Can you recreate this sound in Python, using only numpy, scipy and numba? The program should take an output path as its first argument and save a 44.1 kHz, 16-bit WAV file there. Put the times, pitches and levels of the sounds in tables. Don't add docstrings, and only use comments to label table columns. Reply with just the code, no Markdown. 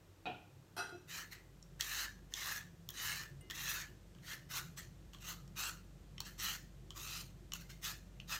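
import sys
import numpy as np
from scipy import signal
from scipy.fft import rfft, irfft, next_fast_len
from scipy.io import wavfile
from numba import njit

SR = 44100
rng = np.random.default_rng(int(sys.argv[2]) if len(sys.argv) > 2 else 0)


def invert_db(x):
    u = np.asarray(x, float) / 20
    return 10 ** u


def wav_record(signal):
    frames = np.transpose(np.atleast_2d(signal))
    bounded = np.clip(frames, -1, 1)
    quanta = np.round(bounded * 32767).astype(np.int16)
    wavfile.write(sys.argv[1], SR, quanta)


N = 369999


def rms_one(x):
    return x / np.sqrt(np.mean(x ** 2) + 1e-20)


def in_time(rows):
    s, *columns = np.transpose(rows)
    return [np.interp(np.arange(N) / SR, s, column) for column in columns]


def coloured(x, spectrum):
    size = next_fast_len(len(x))
    hz, db = np.transpose(spectrum)
    log_bins = np.log(np.arange(size // 2 + 1) * SR / size + 1)
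    gain = invert_db(np.interp(log_bins, np.log(hz), db, left=-90, right=-90))
    return rms_one(irfft(rfft(x, size) * gain, size)[:len(x)])


def drift(rate_hz):
    r = np.exp(-64 * np.pi * rate_hz / SR)
    slow = signal.lfilter([1], [1, -2 * r, r * r], rng.standard_normal(N // 32 + 1502))
    slow = slow[1500:]
    return np.interp(np.arange(N) / 32, np.arange(len(slow)), rms_one(slow))


def ring(x, hz, t60_s):
    r = invert_db(-60 / (t60_s * SR))
    w = 2 * np.pi * hz / SR
    return signal.lfilter([0, np.sin(w)], [1, -2 * r * np.cos(w), r * r], x + 1e-18)


@njit
def resonance(x, turn, r):
    y = np.zeros(len(x))
    for i in range(2, len(x)):
        y[i] = x[i] - x[i - 2] + 2 * r * np.cos(turn[i]) * y[i - 1] - r * r * y[i - 2]
    return y


def resonant(x, hz, width_hz):
    turn = 2 * np.pi * hz / SR * np.ones(N)
    return rms_one(resonance(x, turn, np.exp(-np.pi * width_hz / SR)))


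# start in s, build-up in s, follow-through in s, peak in dB, hollow of the hand in Hz.
PULLS = [(1.075, 0.076, 0.07, -48, 1766), (1.8, 0.18, 0.07, -43, 1696), (2.335, 0.15, 0.095, -43.5, 1725),
         (2.955, 0.12, 0.16, -42, 1738), (3.53, 0.18, 0.11, -43, 1745), (4.243, 0.066, 0.029, -48.5, 1805),
         (4.49, .08, 0.021, -42, 1420), (5.225, .07, 0.028, -48, 1260), (5.555, 0.046, 0.098, -41, 1418),
         (6.378, 0.07, 0.11, -41, 1815), (6.945, 0.22, 0.047, -47, 1250),
         (7.815, 0.039, 0.059, -42.5, 1740), (8.275, 0.051, 0.033, -43.5, 1684)]
# start in s, build-up in s, peak in dB, hollow in Hz.
GRAZES = [(1.305, 0.021, -54.5, 1980), (1.792, 0.0084, -49.5, 1615), (2.3, 0.025, -64.5, 1870),
          (2.893, 0.0079, -65, 1720), (2.92, 0.051, -51, 1610), (3.5, 0.0048, -51, 1830),
          (4.147, .006, -76, 1610), (4.21, 0.034, -63, 1870), (4.763, 0.021, -48, 1853),
          (5.125, 0.016, -61.5, 1540), (5.19, 0.038, -58, 1500), (6.205, .008, -62, 1250),
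          (6.236, 0.037, -51, 1720), (6.906, 0.0048, -67, 1350), (7.54, 0.014, -51.5, 1800),
          (7.57, 0.046, -57.5, 2060), (7.688, 0.014, -54.5, 2180), (8.2, .006, -72, 1780)]


def gestures():
    bite_max_s, bite_under_db, sag_db_per_s = 0.021, 6.5, 67.5
    hollow_open = 0.11
    t = np.arange(N) / SR
    pressure_db, progress, hollow_hz = np.full(N, -120.), np.zeros(N), np.full(N, 1700.)
    grazes = [(s, build_s, 0, db, hz) for s, build_s, db, hz in GRAZES]
    for s, build_s, through_s, db, hz in sorted([tuple(pull) for pull in PULLS] + grazes):
        bite_s = min(bite_max_s, build_s / 2)
        times_s = [0, bite_s, build_s, build_s + through_s + 1e-4]
        levels_db = [db - 23, db - bite_under_db, db, db - sag_db_per_s * through_s]
        shape_db = np.interp(t - s, times_s, levels_db, left=-120, right=-120)
        pressure_db = np.maximum(pressure_db, shape_db)
        on = t >= s
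        progress[on] = np.clip((t[on] - s) / (build_s + through_s), 0, 1)
        hollow_hz[on] = hz * (1 + hollow_open * np.clip(1 - (t[on] - s) / build_s, 0, 1))
    return pressure_db, progress, hollow_hz


def lingering(db, fall_db_per_s, echo_db=0):
    t = np.arange(N) / SR

    def held(level_db, rate):
        return np.maximum.accumulate(level_db + rate * t) - rate * t

    return invert_db(np.maximum(held(db, 450), held(db + echo_db, fall_db_per_s)))


def tearing(per_s, spread_db):
    sizes = invert_db(spread_db * np.minimum(rng.exponential(1, N), 4)) * rng.choice([-1, 1], N)
    return sizes * (rng.random(N) < per_s / SR)


# frequency in Hz, density in dB per Hz.
FLESH = [(290, -32), (500, -52), (679, -16), (995, -8), (1880, -1.5), (2340, -8), (2860, -3), (3560, -10.5),
         (6390, -1), (10500, -22), (13600, -51), (22000, -120)]
# frequency in Hz, density in dB per Hz.
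SPRAY = [(5590, -52), (9500, 3.5), (15100, 4), (16200, -37), (16300, -6.5), (16500, -60.5)]
# frequency in Hz, width in Hz, level in dB over the cut.
FRAME = [(2643, 310, -17.5), (3930, 250, -9.5), (6170, 1050, -15.5)]
# time in s, hollow in dB over the cut at the lift.
CUPPING = [(1.2, -2.5), (1.35, 0), (2, -3), (3, -3.5), (4.3, -3.5), (4.7, -13.5), (5.6, -8), (6.5, -9.5),
           (7.1, -26), (7.7, -14), (8.35, -7.5)]


def strokes():
    t = np.arange(N) / SR
    cut_db, progress, hollow_hz = gestures()
    bend = 0.15 * (progress - .5)
    ticks = tearing(per_s=9000, spread_db=3.5) * invert_db(.8 * drift(60))

    cut = invert_db(-3.0) * coloured(ticks, FLESH)
    for hz, width_hz, db in FRAME:
        cut = cut + invert_db(db + 0.56 * drift(7.2)) * resonant(ticks, hz * (1 + bend), width_hz)
    for hz in np.geomspace(2300, 15200, 14):
        peel_gain = invert_db(-14.5 + 4.15 * drift(6.4) - 2.6 * np.log2(hz / 4000))
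        cut = cut + peel_gain * resonant(ticks, hz * (1 + 0.096 * drift(2.6)), 0.039 * hz)
    dull = signal.sosfiltfilt(signal.butter(2, 1400, "low", fs=SR, output="sos"), cut)
    patches = invert_db(-4 + 2.5 * drift(12))

    hollow = resonant(ticks, hollow_hz, width_hz=380)
    rings = sum(resonant(ticks, hollow_hz * (1 + offset), width_hz=16.3)
                for offset in (-.025, .025))
    root_hz = 1250 * (1 + .1 * drift(3) + bend)
    root_gain = invert_db(-14 + 0.67 * t + 2.8 * drift(6.5))
    root = root_gain * resonant(ticks, root_hz, width_hz=120)
    spray = invert_db(-4 + 2.6 * drift(23)) * coloured(tearing(per_s=10000, spread_db=-7.5), SPRAY)

    grows_db, snap_db = 6, 2.5
    hollow_db = cut_db + in_time(CUPPING)[0] + grows_db * (progress - 1) + snap_db * progress ** 8
    out = lingering(cut_db, 190, echo_db=-4.5) * (cut - dull)
    out += lingering(cut_db, 900, echo_db=-12) * (patches * dull + root)
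    out += lingering(hollow_db, 218) * hollow
    out += lingering(hollow_db - 6.5, 159) * rings
    out += lingering(cut_db, 210, echo_db=-4.5) * spray
    return invert_db(-3.0) * out


def band(x, low_hz, high_hz):
    return signal.sosfilt(signal.butter(3, [low_hz, high_hz], "band", fs=SR, output="sos"), x)


# start in s, blade peak in dB, then handle, vegetable and edge
# in dB over the blade.
CLICKS = [(1.626, -45.5, -31, -32, -31), (1.8085, -20.5, -8, -34, -9), (1.821, -36, -19, -32, -16),
          (1.8252, -51, -17, -23, -16), (2.338, -30.5, -2, -40, -12), (2.8893, -35, -1.5, -20, 0),
          (2.904, -44, -7, -21, 6), (3.4992, -42.5, 5.5, -8.5, -5), (3.5094, -35, -1.5, -25, -8),
          (4.149, -63, 7, -4, -16), (4.185, -67, 11, 2, -6), (5.1334, -49.5, 1, -12, -20),
          (5.1463, -54, 8.5, -2, -20), (5.185, -58, 0, -9, -7), (5.477, -54, -12, -14, -8),
          (6.1804, -46, 4.5, -13, -20), (6.2038, -31, -7.5, -11.5, -4), (6.9053, -42, 0.5, -11, -20),
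          (7.5201, -35, -2.5, -14.5, -20), (7.535, -31.5, -3.5, -17, -3), (7.7122, -50, -9, -23, -20),
          (8.1999, -52, 12, -11, -22)]
BLADE_HZ = [4480, 5600, 6340, 7030, 7870]
BLADE_DB = [-5, 1.5, 1, -6, -20]


def clicks():
    out, t = np.zeros(N), np.arange(SR // 20) / SR
    for s, db, handle_db, body_db, edge_db in CLICKS:
        chatter = rng.standard_normal(len(t)) * np.exp(-(t / 0.0023) ** 4)
        strengths = invert_db(2 * rng.standard_normal(len(BLADE_HZ)) + BLADE_DB)
        handle_hz = 3480 - 60 * s
        steel = sum(g * ring(chatter, hz, .007) for g, hz in zip(strengths, BLADE_HZ))
        parts = [(band(steel, 4000, 11000), 0),
                 (band(ring(chatter, handle_hz, .008), 1800, 4400), handle_db),
                 (band(ring(chatter, 1150, .012), 800, 1700), body_db),
                 (band(chatter, 10500, 16800), edge_db)]
        at = round(s * SR)
        for part, part_db in parts:
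            out[at:at + len(t)] += invert_db(db + part_db) * part / np.abs(part).max()
    return out


def kitchen(x, wet_db):
    t60_s = 0.19
    t = np.arange(SR // 2) / SR
    tail = rng.standard_normal(len(t)) * invert_db(-60 * t / t60_s) * (t > .004)
    tail = signal.lfilter([1], [1, -.4], tail)
    return invert_db(wet_db) * signal.fftconvolve(x, tail / np.sqrt(np.sum(tail ** 2)))[:N]


def cookware(knocks, modes, rough, width_hz):
    blows = np.zeros(N)
    for s, db in knocks:
        blows[round(s * SR)] = invert_db(db)
    span = slice(0, SR * 3 // 2)
    out = np.zeros(N)
    for hz, db, t60_s in modes:
        decay = invert_db(-60 / (min(t60_s, .46) * SR))
        dying = signal.lfilter([1], [1, -decay], blows[span] + 1e-18)
        noise = ring(rng.standard_normal(len(dying)), hz, 2.2 / width_hz)
        clean = np.sin(2 * np.pi * (hz * np.arange(len(dying)) / SR + rng.random()))
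        out[span] += invert_db(db - 3) * dying * ((1 - rough) * clean + rough * rms_one(noise))
    return out


def wash(start_s, body, db, rise_s, tail_s):
    t = np.maximum(np.arange(N) / SR - start_s, 0)
    shape = (1 - np.exp(-t / rise_s)) * np.exp(-t / tail_s)
    return invert_db(db) * shape * coloured(rng.standard_normal(N), body)


# start in s, level in dB.
BOWL_KNOCKS = [
    (.256, -37),
    (.263, -44.5),
]
# frequency in Hz, level in dB, t60 in s.
BOWL = [(302, -11.5, 0.52), (442, -12, 0.43), (724, -3, 0.37), (832, -11, 0.48), (1417, -11, 0.46),
        (1806, -18, 0.27), (2430, -9, 0.11), (2500, -12, .45), (3020, -16, 0.3), (3450, -18, 0.18),
        (3820, -12, 0.15), (3930, -19, 0.27), (4530, -25, .18)]
# frequency in Hz, density in dB per Hz.
BOWL_BODY = [(88, -47), (150, -29), (448, -7), (534, -22), (714, -10), (2060, -25), (2380, 3), (7000, -36),
             (9100, -65), (15400, -120)]


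def bowl():
    rings = cookware(BOWL_KNOCKS, BOWL, rough=.65, width_hz=45)
    return rings + wash(.256, BOWL_BODY, db=-47, rise_s=.004, tail_s=.065)


# start in s, level in dB.
POT_KNOCKS = [
    (.766, -36.5),
    (.778, -39.5),
    (.79, -40),
    (.843, -57),
    (.89, -54),
]
# frequency in Hz, level in dB, t60 in s.
POT = [(379, -14, 0.51), (712, -13.5, 0.37), (867, -12, 0.33), (1433, -7.5, 0.42), (2020, -15, 0.26),
       (2610, -19, 0.65), (3250, -22.5, 0.61), (4020, -15.5, 0.4), (1560, -11.5, 0.4), (4480, -8, 0.09),
       (1250, -14.5, 0.4), (4960, -17, 0.34), (5140, -15, 0.11), (5780, -17, 0.68), (7600, -27, 0.3),
       (8900, -15, 0.25), (9680, -11, 0.14), (10700, -21, 0.19), (11100, -33, 0.22), (11600, -17, 0.14),
       (13800, -27, 0.17)]
# frequency in Hz, density in dB per Hz.
POT_BODY = [(88, -18), (150, -28), (720, -24), (1050, -28), (1440, -3.5), (2380, -27), (2560, -11),
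            (4090, -22.5), (13000, -24)]
# start in s, level in dB.
POT_ROCKS = [
    (.925, -44.5),
    (.945, -46.5),
]
# frequency in Hz, level in dB, t60 in s.
POT_BASE = [(356, -0.5, 0.2), (698, -4.5, 0.099), (124, -11, 0.14)]


def pot():
    rings = cookware(POT_KNOCKS, POT, rough=.6, width_hz=40)
    rocks = cookware(POT_ROCKS, POT_BASE, rough=0.22, width_hz=42)
    return rings + wash(.766, POT_BODY, db=-48, rise_s=.008, tail_s=.065) + rocks


# frequency in Hz, level in dB, t60 in s.
CLINK = [(2065, -7, 0.99), (2870, -5.5, 0.53), (8000, -3, .06), (8850, 7, 0.055), (9550, 4, .07),
         (13800, -7, 0.09)]


def clink():
    touch = np.zeros(N)
    touch[round(3.41 * SR)] = invert_db(-61)
    return sum(invert_db(db) * ring(touch, hz, t60_s) for hz, db, t60_s in CLINK)


# time in s, hum in dB.
HUM = [(0.0, -78), (0.04, -75), (0.88, -85), (1.25, -67.5), (2.08, -58), (2.75, -68), (3.7, -59.5),
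       (4.39, -67), (5.2, -59.5), (8.3, -58.5)]
# frequency in Hz, width in Hz, level in dB.
DRONES = [(73.2, 27, -5.5), (134.6, 15.8, 0), (166.9, 10.3, -1), (192.3, 16.4, -8), (348.5, 90, -9.5)]
# frequency in Hz, density in dB per Hz.
NEAR_AIR = [(18, -38), (30, -4.5), (54, 0.5), (112, -5), (171, -8.5), (255, -19), (340, -20), (409, -34),
            (443, -27), (547, -30.5), (928, -42), (1270, -42.5), (9230, -47.5), (14800, -54), (16500, -77)]
# frequency in Hz, density in dB per Hz.
FAR_AIR = [(18, -41), (30, 10), (70, -26), (80, -17), (101, 7.5), (118, -20), (248, -12.5), (340, -9.5),
           (608, -18), (928, -20.5), (2670, -27.5), (12300, -32), (16500, -43)]


def background():
    t = np.arange(N) / SR
    turn = 2 * np.pi * 48.3 * t
    hum = np.sqrt(2) * invert_db(in_time(HUM)[0]) * np.sin(turn)
    octave_db = -70.5 + 0.59 * t + 1.9 * drift(4.6)
    octave = np.sqrt(2) * invert_db(octave_db) * np.sin(2 * turn + 1.05 * drift(3.1))

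    rumble_db = -67.5 + 9.5 * np.tanh(t / 1.35 / 2)
    drones = np.zeros(N)
    for hz, width_hz, db in DRONES:
        narrow = resonant(resonant(rng.standard_normal(N), hz, width_hz), hz, width_hz)
        drones += invert_db(db + 2.9 * drift(6.1) + 1.27 * drift(8.2)) * narrow

    air = coloured(rng.standard_normal(N), NEAR_AIR)
    low = signal.sosfilt(signal.butter(2, 900, "low", fs=SR, output="sos"), air)
    hiss_db = -65.5
    near = invert_db(rumble_db - 19.0) * low + invert_db(hiss_db + 17) * (air - low)
    far = invert_db(-60.5 - 3.0) * coloured(rng.standard_normal(N), FAR_AIR)
    fade_start_s, fade_end_s = 0.31, 3.5
    share = np.clip((t - fade_start_s) / (fade_end_s - fade_start_s), 0, .97)
    return hum + octave + invert_db(rumble_db - 6) * drones + share * near + np.sqrt(1 - share ** 2) * far


def scene():
    close = clicks()
    peeling = strokes() + close + kitchen(close, wet_db=-9.5)
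    mono = peeling + bowl() + pot() + clink() + background()
    return np.array([mono, mono])


def band_limit(x):
    return signal.sosfilt(signal.butter(12, 16980, fs=SR, output="sos"), x)


# frequency in Hz, width in Hz, level in dB.
PORT_DIPS = [(4890, 490, -1.5), (10140, 1780, -6.5), (2257, 52, -6)]


def record(dry):
    low_hz, top_hz = 40, 15850
    hz = np.arange(N // 2 + 1) * SR / N
    dips_db = sum(db * np.exp(-((hz - at_hz) / width_hz) ** 2) for at_hz, width_hz, db in PORT_DIPS)
    ends_db = -30 * np.clip((low_hz - hz) / 12, 0, 1) - 26 * np.clip((hz - top_hz) / 150, 0, 1)
    mix = irfft(rfft(dry) * invert_db(dips_db + ends_db), N)
    return band_limit(mix)


dry = scene()
out = record(dry)
wav_record(out)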